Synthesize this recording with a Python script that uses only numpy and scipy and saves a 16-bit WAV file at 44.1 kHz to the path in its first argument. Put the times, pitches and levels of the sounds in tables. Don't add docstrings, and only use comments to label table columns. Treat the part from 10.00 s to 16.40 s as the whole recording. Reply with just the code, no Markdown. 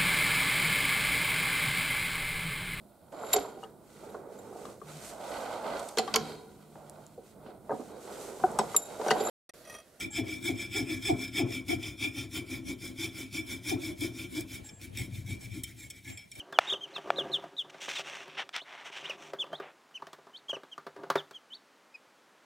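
import sys
import numpy as np
from scipy import signal
from scipy.fft import rfft, irfft, next_fast_len
from scipy.io import wavfile
from scipy.ndimage import uniform_filter1d, map_coordinates

SR = 44100
rng = np.random.default_rng(int(sys.argv[2]) if len(sys.argv) > 2 else 0)


def dump_mix(stems):
    frames = np.atleast_2d(stems).T
    limited = np.clip(frames, -1, 1)
    pcm = np.round(limited * 32767).astype(np.int16)
    wavfile.write(sys.argv[1], SR, pcm)


def makeup_ratio(level_db):
    decades = np.asarray(level_db, float) / 20
    return 10 ** decades


N = 282183

# (centre [s], length [s], first rate [Hz], last rate [Hz], level [dB])
TOOTH_ROWS = [(0.205, 0.066, 397.5, 113, -23), (0.513, 0.067, 419.6, 119, -25.5),
              (0.815, 0.069, 434.4, 104, -25.5), (1.115, 0.068, 435.5, 106.3, -19),
              (1.357, .03, 283, 315, -31), (1.421, 0.072, 441.2, 86, -19.5), (1.696, .035, 239, 335, -25),
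              (1.752, 0.069, 425.5, 111, -29), (2.074, 0.04, 346, 240, -29.5), (2.179, .03, 238, 310, -28),
              (2.346, .025, 255, 300, -39), (2.399, 0.055, 380, 154, -31.5),
              (2.712, 0.052, 289.5, 251, -28.5), (3.007, .025, 268, 320, -33),
              (3.352, .03, 255, 310, -32.5), (3.669, 0.026, 256.5, 302, -30.5),
              (3.737, 0.062, 439.4, 135.4, -23), (4.026, 0.038, 270, 323, -27),
              (4.382, 0.043, 313, 279, -27.5), (5.571, 0.039, 293, 322, -37), (0.171, 0.026, 290, 387, -39),
              (0.32, 0.052, 282, 324, -32.5), (0.463, 0.028, 285, 323, -33),
              (0.764, 0.049, 339, 430, -31.5), (0.923, 0.058, 298, 318, -31.5),
              (1.061, 0.046, 291, 430, -37), (1.38, 0.027, 322, 442, -43), (1.476, 0.043, 272, 264, -40),
              (1.576, .04, 266, 293, -37), (1.726, 0.038, 295, 398, -32), (2.015, .03, 284, 320, -37),
              (2.239, .05, 255, 328, -39.5), (2.518, 0.045, 292, 258, -34), (3.046, .05, 332, 434, -39),
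              (2.043, 0.047, 334, 435, -40), (3.392, 0.066, 297, 318, -37), (3.841, .025, 310, 317, -32),
              (3.884, 0.042, 325, 304, -32), (4.079, 0.049, 306, 310, -39), (5.016, .04, 253, 203, -32.5),
              (6.087, 0.046, 300, 281, -45)]


def unit(x):
    return x / np.sqrt(np.mean(x ** 2) + 1e-20)


def along(points, hz):
    f, v = np.transpose(points)
    return np.interp(np.log(hz + 1), np.log(f + 1), v)


def curves(rows):
    s, *cols = np.transpose(rows)
    return [np.interp(np.arange(N) / SR, s, c) for c in cols]


def wobble(rate_hz):
    coarse = np.arange(0, N + 16, 16)
    knots = rng.standard_normal(int(N * rate_hz / SR) + 4)
    return np.interp(np.arange(N), coarse, map_coordinates(knots, [coarse * rate_hz / SR]))


def filtered(x, response):
    m = next_fast_len(N + SR // 2)
    return irfft(rfft(x, m) * response(np.fft.rfftfreq(m, 1 / SR)), m)[..., :N]


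def coloured(x, spectrum):
    return filtered(x, lambda hz: makeup_ratio(along(spectrum, hz)))


def ringing(x, modes):
    out = 0
    for k, (hz, width_hz, db) in enumerate(modes):
        r = np.exp(-np.pi * width_hz / SR)
        poles = [1, -2 * r * np.cos(2 * np.pi * hz / SR), r * r]
        out = out + (-1) ** k * makeup_ratio(db) * (1 - r) * signal.lfilter([1, 0, -1], poles, x)
    return out


def grit(grain_db, rate_hz):
    return unit(makeup_ratio(grain_db * wobble(rate_hz)) * rng.standard_normal(N))


def mottled(x, patchy_db):
    z = signal.stft(x, nperseg=512)[2]
    field = uniform_filter1d(rng.standard_normal(z.shape), size=7, axis=0)
    field = uniform_filter1d(field, size=6, axis=1)
    return signal.istft(z * makeup_ratio(patchy_db * unit(field)), nperseg=512)[1][:N]


def add(track, s, piece):
    part = track[round(s * SR):][:len(piece)]
    part += piece[:len(part)]


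def strokes(column, peak, start_db, end_db, square):
    # (start [s], length [s], blade ring [dB], fibre hiss over it [dB], block [dB])
    pushes = [(0.139, 0.066, -32, -12, -39), (0.432, 0.082, -33, -10, -36.5),
              (0.728, 0.091, -29.5, -12.5, -35), (1.029, 0.088, -31, -12.5, -37.5),
              (1.343, 0.074, -28, -14, -33), (1.678, 0.072, -34, -9, -35), (1.995, 0.09, -34, -11, -39),
              (2.324, 0.083, -37, -7, -39), (2.658, 0.078, -42, -6.5, -37), (2.985, 0.093, -34, -9, -38.5),
              (3.33, 0.08, -37, -7.5, -36.5), (3.65, 0.09, -34, -7.5, -37.5),
              (3.993, 0.091, -38.5, -6, -36), (4.321, 0.099, -40, -4.5, -38.5)]
    pulls = [(-0.04, 0.094, -34.5, -11.5, -38), (0.252, 0.13, -40.5, -10, -39.5),
             (0.566, 0.1, -36.5, -12, -40), (0.867, 0.11, -37, -11, -38), (1.172, 0.11, -37.5, -10.5, -40),
             (1.487, 0.11, -38.5, -11, -37.5), (1.803, 0.12, -40.5, -10, -42),
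             (2.138, 0.11, -39.5, -9, -38), (2.475, 0.11, -42, -7, -39.5), (2.802, 0.11, -43.5, -6, -41),
             (3.134, 0.12, -42.5, -5.5, -43.5), (3.471, 0.1, -40.5, -6, -39.5),
             (3.804, 0.11, -40, -6.5, -37.5), (4.143, 0.12, -43.5, -5.5, -41.5),
             (4.492, 0.092, -45.5, -1.5, -44)]
    drags = [(4.622, 0.083, -67, 9, -59), (4.808, 0.065, -51, 0.5, -49), (4.957, 0.099, -39.5, -7, -42),
             (5.112, 0.11, -50, -4, -48), (5.267, 0.087, -43.5, -6, -45.5),
             (5.402, 0.082, -49, -4.5, -53.5), (5.509, 0.1, -45.5, -8, -47.5),
             (5.644, 0.089, -53.5, -1.5, -54.5), (5.761, 0.12, -54, 0, -55.5),
             (5.919, 0.093, -54.5, -4.5, -59), (6.041, 0.094, -46.5, -6, -51.5),
             (6.163, 0.1, -53, -13, -71), (6.33, 0.21, -59, 6.5, -54.5)]
    t, power = np.arange(0, N + 64, 64) / SR, 0
    for row in pushes + pulls + drags:
        u = 2 * ((t - row[0]) / row[1] - peak)
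        loss_db = np.where(u < 0, start_db, end_db) * np.abs(u) ** square
        power = power + makeup_ratio(column(row) - loss_db) ** 2
    return np.interp(np.arange(N) / SR, t, np.sqrt(power))


def catches():
    # (time [s], surge [dB])
    jumps = [(0.014, -1), (.281, 7), (0.336, 8), (0.439, 6), (.481, 3), (0.607, 0.5), (.709, 2), (.743, -1),
             (.904, 2), (1.024, 5), (1.063, 2), (1.194, -3), (1.278, 7), (1.345, -4), (1.368, 1),
             (1.547, 5), (1.682, 10.5), (1.828, 10.5), (1.875, 2), (1.987, 3), (2.038, 4.5), (2.182, 7),
             (2.331, 2), (2.364, 2.5), (2.501, 4), (2.827, -0.5), (3.017, -2), (3.327, 8), (3.464, 6.5),
             (3.656, -3), (3.695, 6.5), (3.815, 3), (4.007, 8), (4.324, 2), (4.522, -5), (4.814, 9),
             (5.022, -3), (5.262, 10), (5.53, -3), (5.81, -6), (6.046, 9), (6.19, 12)]
    hold_s, surge_s = 0.0027, 0.0057
    surge_db, u = np.zeros(N), np.arange(-SR // 20, SR // 10) / SR
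    shape = np.where(u < 0, -0.7 * np.exp(-np.abs(u) / hold_s), np.exp(-np.abs(u) / surge_s))
    for s, db in jumps:
        start = max(s + u[0], 0)
        add(surge_db, start, db * shape[round((start - s - u[0]) * SR):])
    return makeup_ratio(surge_db)


def snaps():
    # (time [s], peak [dB], ring [dB], t60 [s])
    releases = [(4.407, -26, -30.5, 0.02), (4.6894, -54, -5, 0.025), (4.9721, -26, -16.5, 0.018),
                (4.983, -39.5, -15, 0.13), (5.4076, -49, -15.5, 0.052), (5.6343, -25, -24, 0.042),
                (5.9001, -35.5, -16, 0.056), (6.1726, -45, -9, 0.042), (6.315, -40.5, -8, 0.02),
                (6.352, -46, -9, 0.021), (6.39, -46, -12, 0.041)]
    hiss, ring = np.zeros((2, N))
    u = np.arange(SR // 8) / SR
    for s, db, ring_db, t60_s in releases:
        noise = np.diff(rng.standard_normal(len(u) + 1))
        snap = makeup_ratio(-60 * u / t60_s) * (1 - np.exp(-u / 0.00097)) * noise
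        add(hiss, s, makeup_ratio(db - 6.5) * snap)
        add(ring, s, makeup_ratio(db + ring_db + 24.5) * snap)
    return hiss, ring


def blade():
    # (frequency [Hz], level [dB per Hz])
    fibre_spectrum = [(700, -120), (1300, -11.5), (1900, -2), (2800, -5.5), (4000, 0), (4600, -6),
                      (6000, -3), (8000, -3), (9300, -5.5), (11000, -1.5), (13000, -7), (16000, -3)]
    # (frequency [Hz], width [Hz], shallow cut [dB], deep cut [dB], frame turned [dB])
    frame_modes = [(865, 110, -32, -28.5, -30.5), (1128, 106, -33.5, -29.5, -62),
                   (1406, 25, -21.5, -19, -24), (1704, 33, -19.5, -25, -23), (2136, 177, -15.5, -18, -12.5),
                   (2210, 63, -9, -8, -6.5), (2282.4, 27.7, 0.5, -0.5, -2), (2322, 47.6, -1.5, -2, -2.5),
                   (2390, 73, -2, -3.5, -4), (2394, 166, -15, -21.5, -17.5),
                   (3108, 26, -16.5, -10.5, -15.5), (3346, 88, -12.5, -14, -16), (3462, 32, -8, -6, -23),
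                   (3606, 75, -15.5, -13.5, -14), (4460, 52, -43, -33, -28), (5200, 86, -12.5, -12.5, -24),
                   (5390, 35, -12, -22, -12), (5513, 117, -26, -15, -22), (7010, 90, -25, -22.5, -23),
                   (7320, 48, -24, -18.5, -23), (7800, 190, -20, -31, -19.5),
                   (8660, 170, -29.5, -27.5, -31), (10480, 99, -36, -21, -31)]
    depths_s = [1.3, 1.9, 4.7, 5.1]
    # (time [s], half length [s], gain [dB])
    bows = [
        (5.566, 0.041, 2),
        (5.836, 0.032, 11.5),
        (6.07, 0.032, 12),
    ]
    tearing = grit(grain_db=0.65, rate_hz=740) * makeup_ratio(0.46 * wobble(40) + 0.58 * wobble(130)) * catches()
    ring = tearing * strokes(lambda row: row[2], peak=0.44, start_db=12.9, end_db=9.64, square=1.59)
    hiss = tearing * strokes(lambda row: row[2] + row[3] + 2, peak=0.55, start_db=8.9, end_db=11.1, square=1.58)
    snap_hiss, snap_ring = snaps()
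    ring, hiss = ring + snap_ring, hiss + snap_hiss
    rasp = mottled(coloured(hiss, fibre_spectrum), patchy_db=1.33) / np.std(coloured(tearing, fibre_spectrum))

    t, rung = np.arange(N) / SR, 0
    bow_db = sum(db * np.exp(-((t - s) / half_s) ** 2) for s, half_s, db in bows)
    sway_db = np.interp(t, depths_s, [1.77, 1.7, 1.64, 2.4])
    for k, (hz, width_hz, shallow, deep, turned) in enumerate(frame_modes):
        depth_db = np.interp(t, depths_s, [shallow, deep, deep, turned])
        strength = makeup_ratio(22.5 + bow_db * (1500 < hz < 2250) + depth_db + sway_db * wobble(14))
        rung = rung + (-1) ** k * ringing(strength * ring, [(hz, width_hz, 0)])
    drift_s = .0004 * wobble(7)
    return rasp + map_coordinates(rung, [np.arange(N) + drift_s * SR], order=3)


def tooth_rows():
    # (frequency [Hz], width [Hz], level [dB])
    wood_modes = [(120, 23, -3), (242, 62, -11.5), (321, 109, -2), (420.5, 46, -5), (682, 58, -2),
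                  (990, 500, -11)]
    spacing_share, scatter_db = .05, 1.3
    teeth, locked = np.zeros((2, N))
    uneven = wobble(150)
    for s, length_s, first_hz, last_hz, db in TOOTH_ROWS:
        u = np.linspace(0, 1, round(length_s * SR))
        spacing = 1 + spacing_share * uneven[round(s * SR):][:len(u)]
        rate_hz = (first_hz + (last_hz - first_hz) * u) * spacing
        turn = 2 * np.pi * np.cumsum(rate_hz) / SR + rng.uniform(0, 6.7)
        sharpness = np.clip(2.04 + 0.08 * (db + 17.5), .3, 3)
        pulses = np.exp(sharpness * (np.cos(turn) - 1))
        swell = makeup_ratio(db + 9.5) * np.sin(np.pi * u ** 1.185) ** 1.2
        bite = makeup_ratio(scatter_db * uneven[round(s * SR) // 2:][:len(u)])
        add(teeth, s - .54 * length_s, swell * bite * 0.34 * unit(pulses - pulses.mean()))
        add(locked, s - length_s / 2, np.sin(np.pi * u) ** 0.58)
    return ringing(teeth, wood_modes), np.minimum(locked, 1)


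def stalls():
    return [(s + length_s / 2, db) for s, length_s, _, last_hz, db in TOOTH_ROWS if last_hz < 160]


def drumming(locked):
    # (frequency [Hz], level [dB per Hz])
    block_spectrum = [(88, -51), (150, -22), (222, -13.5), (258, 1), (290, -4.5), (322, 0), (400, -12),
                      (470, -29), (527, -24), (592, -23.5), (691, -23.5), (777, -35), (982, -31),
                      (1090, -26), (1200, -52), (1300, -30), (1690, -45), (2860, -120)]
    load = strokes(lambda row: row[4], peak=0.47, start_db=15.5, end_db=3.4, square=1.8)
    rumble, u = np.zeros(N), np.arange(SR // 5) / SR
    for s, db in stalls():
        add(rumble, s - .02, makeup_ratio(db - 11.5 - 60 * u / .3) * np.minimum(u / 0.025, 1))
    contact = grit(grain_db=3.0, rate_hz=90)
    force = np.hypot(load * makeup_ratio(-3 - 2.1 * locked), rumble)
    return coloured(force * contact, block_spectrum) / np.std(coloured(contact, block_spectrum))


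def bench():
    # (frequency [Hz], level [dB per Hz])
    bench_spectrum = [(15, -61), (25, -24), (100, -2), (118, 1.5), (156, -15.5), (190, -8), (250, -19),
                      (420, -120)]
    # (time [s], bench over block [dB])
    arm_weight = [(0, -8), (2, -7), (3, -6.5), (4.6, -6.5), (4.9, 4.5), (5.4, 2.5), (5.7, 4), (6.4, -4.5)]
    # (time [s], peak [dB])
    knocks = [(2.988, -33), (3.993, -32.5), (4.825, -37.5), (4.97, -41), (6.066, -42), (5.122, -25.5),
              (5.184, -24.5), (5.25, -26), (5.312, -27), (5.453, -29.5), (5.517, -29.5), (5.562, -38)]
    lean = strokes(lambda row: row[4], peak=0.68, start_db=4.5, end_db=4, square=1.7)
    lean = lean * makeup_ratio(curves(arm_weight)[0])
    sway = grit(grain_db=1.5, rate_hz=65)
    rock = coloured(lean * sway, bench_spectrum) / np.std(coloured(sway, bench_spectrum))
    tugs, u = np.zeros(N), np.arange(SR // 8) / SR
    for s, db in knocks + [(s - .021, db - 2) for s, db in stalls()]:
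        thump = (1 - np.exp(-u / 0.0086)) * np.sin(2 * np.pi * 113 * u)
        add(tugs, s - .004, makeup_ratio(db - 60 * u / 0.11) * thump)
    return rock + makeup_ratio(1.0) * tugs


def handle():
    # (start [s], length [s], pitch [Hz], level [dB])
    squeaks = [
        (.105, .045, 845.5, -53),
        (4.643, .047, 846, -57),
        (4.685, .11, 846, -66),
        (5.285, .035, 846, -62),
        (5.775, .1, 843, -66),
        (6.07, .11, 843, -65),
    ]
    # (multiple of the pitch [1], level [dB])
    orders = [(1, -15), (2, -19), (4, -21), (8, -11), (9, 0), (10, -13), (12, -16)]
    out = np.zeros(N)
    for s, length_s, hz, db in squeaks:
        u = np.arange(round(length_s * SR)) / SR
        wander = 0.0016 * np.cumsum(rng.standard_normal(len(u))) / np.sqrt(len(u))
        turn = 2 * np.pi * np.cumsum(hz * (1 + wander)) / SR
        tone = 0
        for k, level_db in orders:
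            flutter_db = 3.0 * np.sin(turn / rng.uniform(14, 37) + k)
            tone = tone + makeup_ratio(level_db + flutter_db) * np.sin(k * turn)
        swell = np.sin(np.pi * u / length_s) ** 0.18 * makeup_ratio(1.2 * np.sin(turn / rng.uniform(37, 43)))
        add(out, s, makeup_ratio(db) * swell * tone)
    return out


def shop(x, stretch):
    # (frequency [Hz], t60 [s])
    decay = [(100, 0.43), (1000, 0.67), (4000, 0.22), (12000, 0.033)]
    hz, t, z = signal.stft(rng.standard_normal(SR // 2), SR, nperseg=256)
    t60_s = stretch * along(decay, hz)[:, None]
    tail = signal.istft(z * makeup_ratio(-60 * t / t60_s), SR, nperseg=256)[1]
    return signal.fftconvolve(x, tail / np.linalg.norm(tail))[:N]


def rustle():
    # (frequency [Hz], level [dB per Hz])
    air_spectrum = [(20, -42), (50, -0.5), (110, -1), (300, -10), (600, -17.5), (1200, -26.5), (2300, -21),
                    (5000, -32), (10000, -31.5), (16000, -41)]
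    # (time [s], level [dB])
    hush_level = [(4.4, -80), (4.67, -70.5), (4.77, -76), (4.9, -72.5), (5.2, -76.5), (5.46, -71),
                  (5.58, -92), (5.73, -81), (5.88, -78), (6.02, -82), (6.15, -74), (6.25, -81), (6.34, -85),
                  (6.37, -74), (6.4, -66)]
    air = mottled(coloured(rng.standard_normal(N), air_spectrum), patchy_db=3.0)
    return makeup_ratio(curves(hush_level)[0] + 17.0) * unit(air)


def ports(x):
    # (frequency [Hz], share [0-1])
    tied_share = [(60, .93), (290, .9), (640, .55), (1410, .6), (3100, .6), (6820, .8), (15000, .7)]
    # (frequency [Hz], phase [rad])
    side_lead = [(60, .4), (300, .75), (640, .6), (1300, 1.2), (2000, 1.55), (16000, 1.57)]
    # (frequency [Hz], level [dB])
    side_level = [(60, -13), (150, -11), (300, -12), (600, 0), (1300, -12), (1800, -24), (2400, -17),
                  (3600, -11), (4500, -26), (5300, -11), (6100, -12), (6400, -32), (7700, -32), (7900, 2),
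                  (16000, 3)]
    # (frequency [Hz], level [dB])
    side_gaps = [(10250, 0), (10450, -30), (11700, -30), (11900, 0), (15000, 0), (15300, -30)]

    def paths(hz):
        tied = np.clip(along(tied_share, hz), 0, 1)
        gain = makeup_ratio(along(side_level, hz) + along(side_gaps, hz))
        return gain * np.array([tied * np.exp(1j * along(side_lead, hz)), np.sqrt(1 - tied ** 2)])

    scattered = unit(wobble(18)) * shop(x, stretch=0.41)
    side = filtered(np.array([x, scattered]), paths).sum(axis=0)
    return np.array([x + side, x - side])


def scene():
    rows, locked = tooth_rows()
    saw = blade() + rows + drumming(locked) + bench()
    squeak = handle()
    room = makeup_ratio(-14.5) * shop(saw, stretch=0.67) + makeup_ratio(5) * shop(squeak, stretch=0.26)
    return ports(saw + squeak + rustle() + room)


def roll_off(x):
    return signal.sosfilt(signal.butter(12, 16970, fs=SR, output="sos"), x)


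def record(dry):
    # (frequency [Hz], level [dB])
    port_notch = [(12300, 0), (13080, -6), (13130, -26), (13770, -26), (13820, -8), (14700, -2),
                  (16000, -4)]
    mid = coloured(dry.mean(axis=0), port_notch)
    side = (dry[0] - dry[1]) / 2
    mix = filtered(np.array([mid + side, mid - side]), lambda hz: hz < 15800)
    return roll_off(mix)


dry = scene()
out = record(dry)
dump_mix(out)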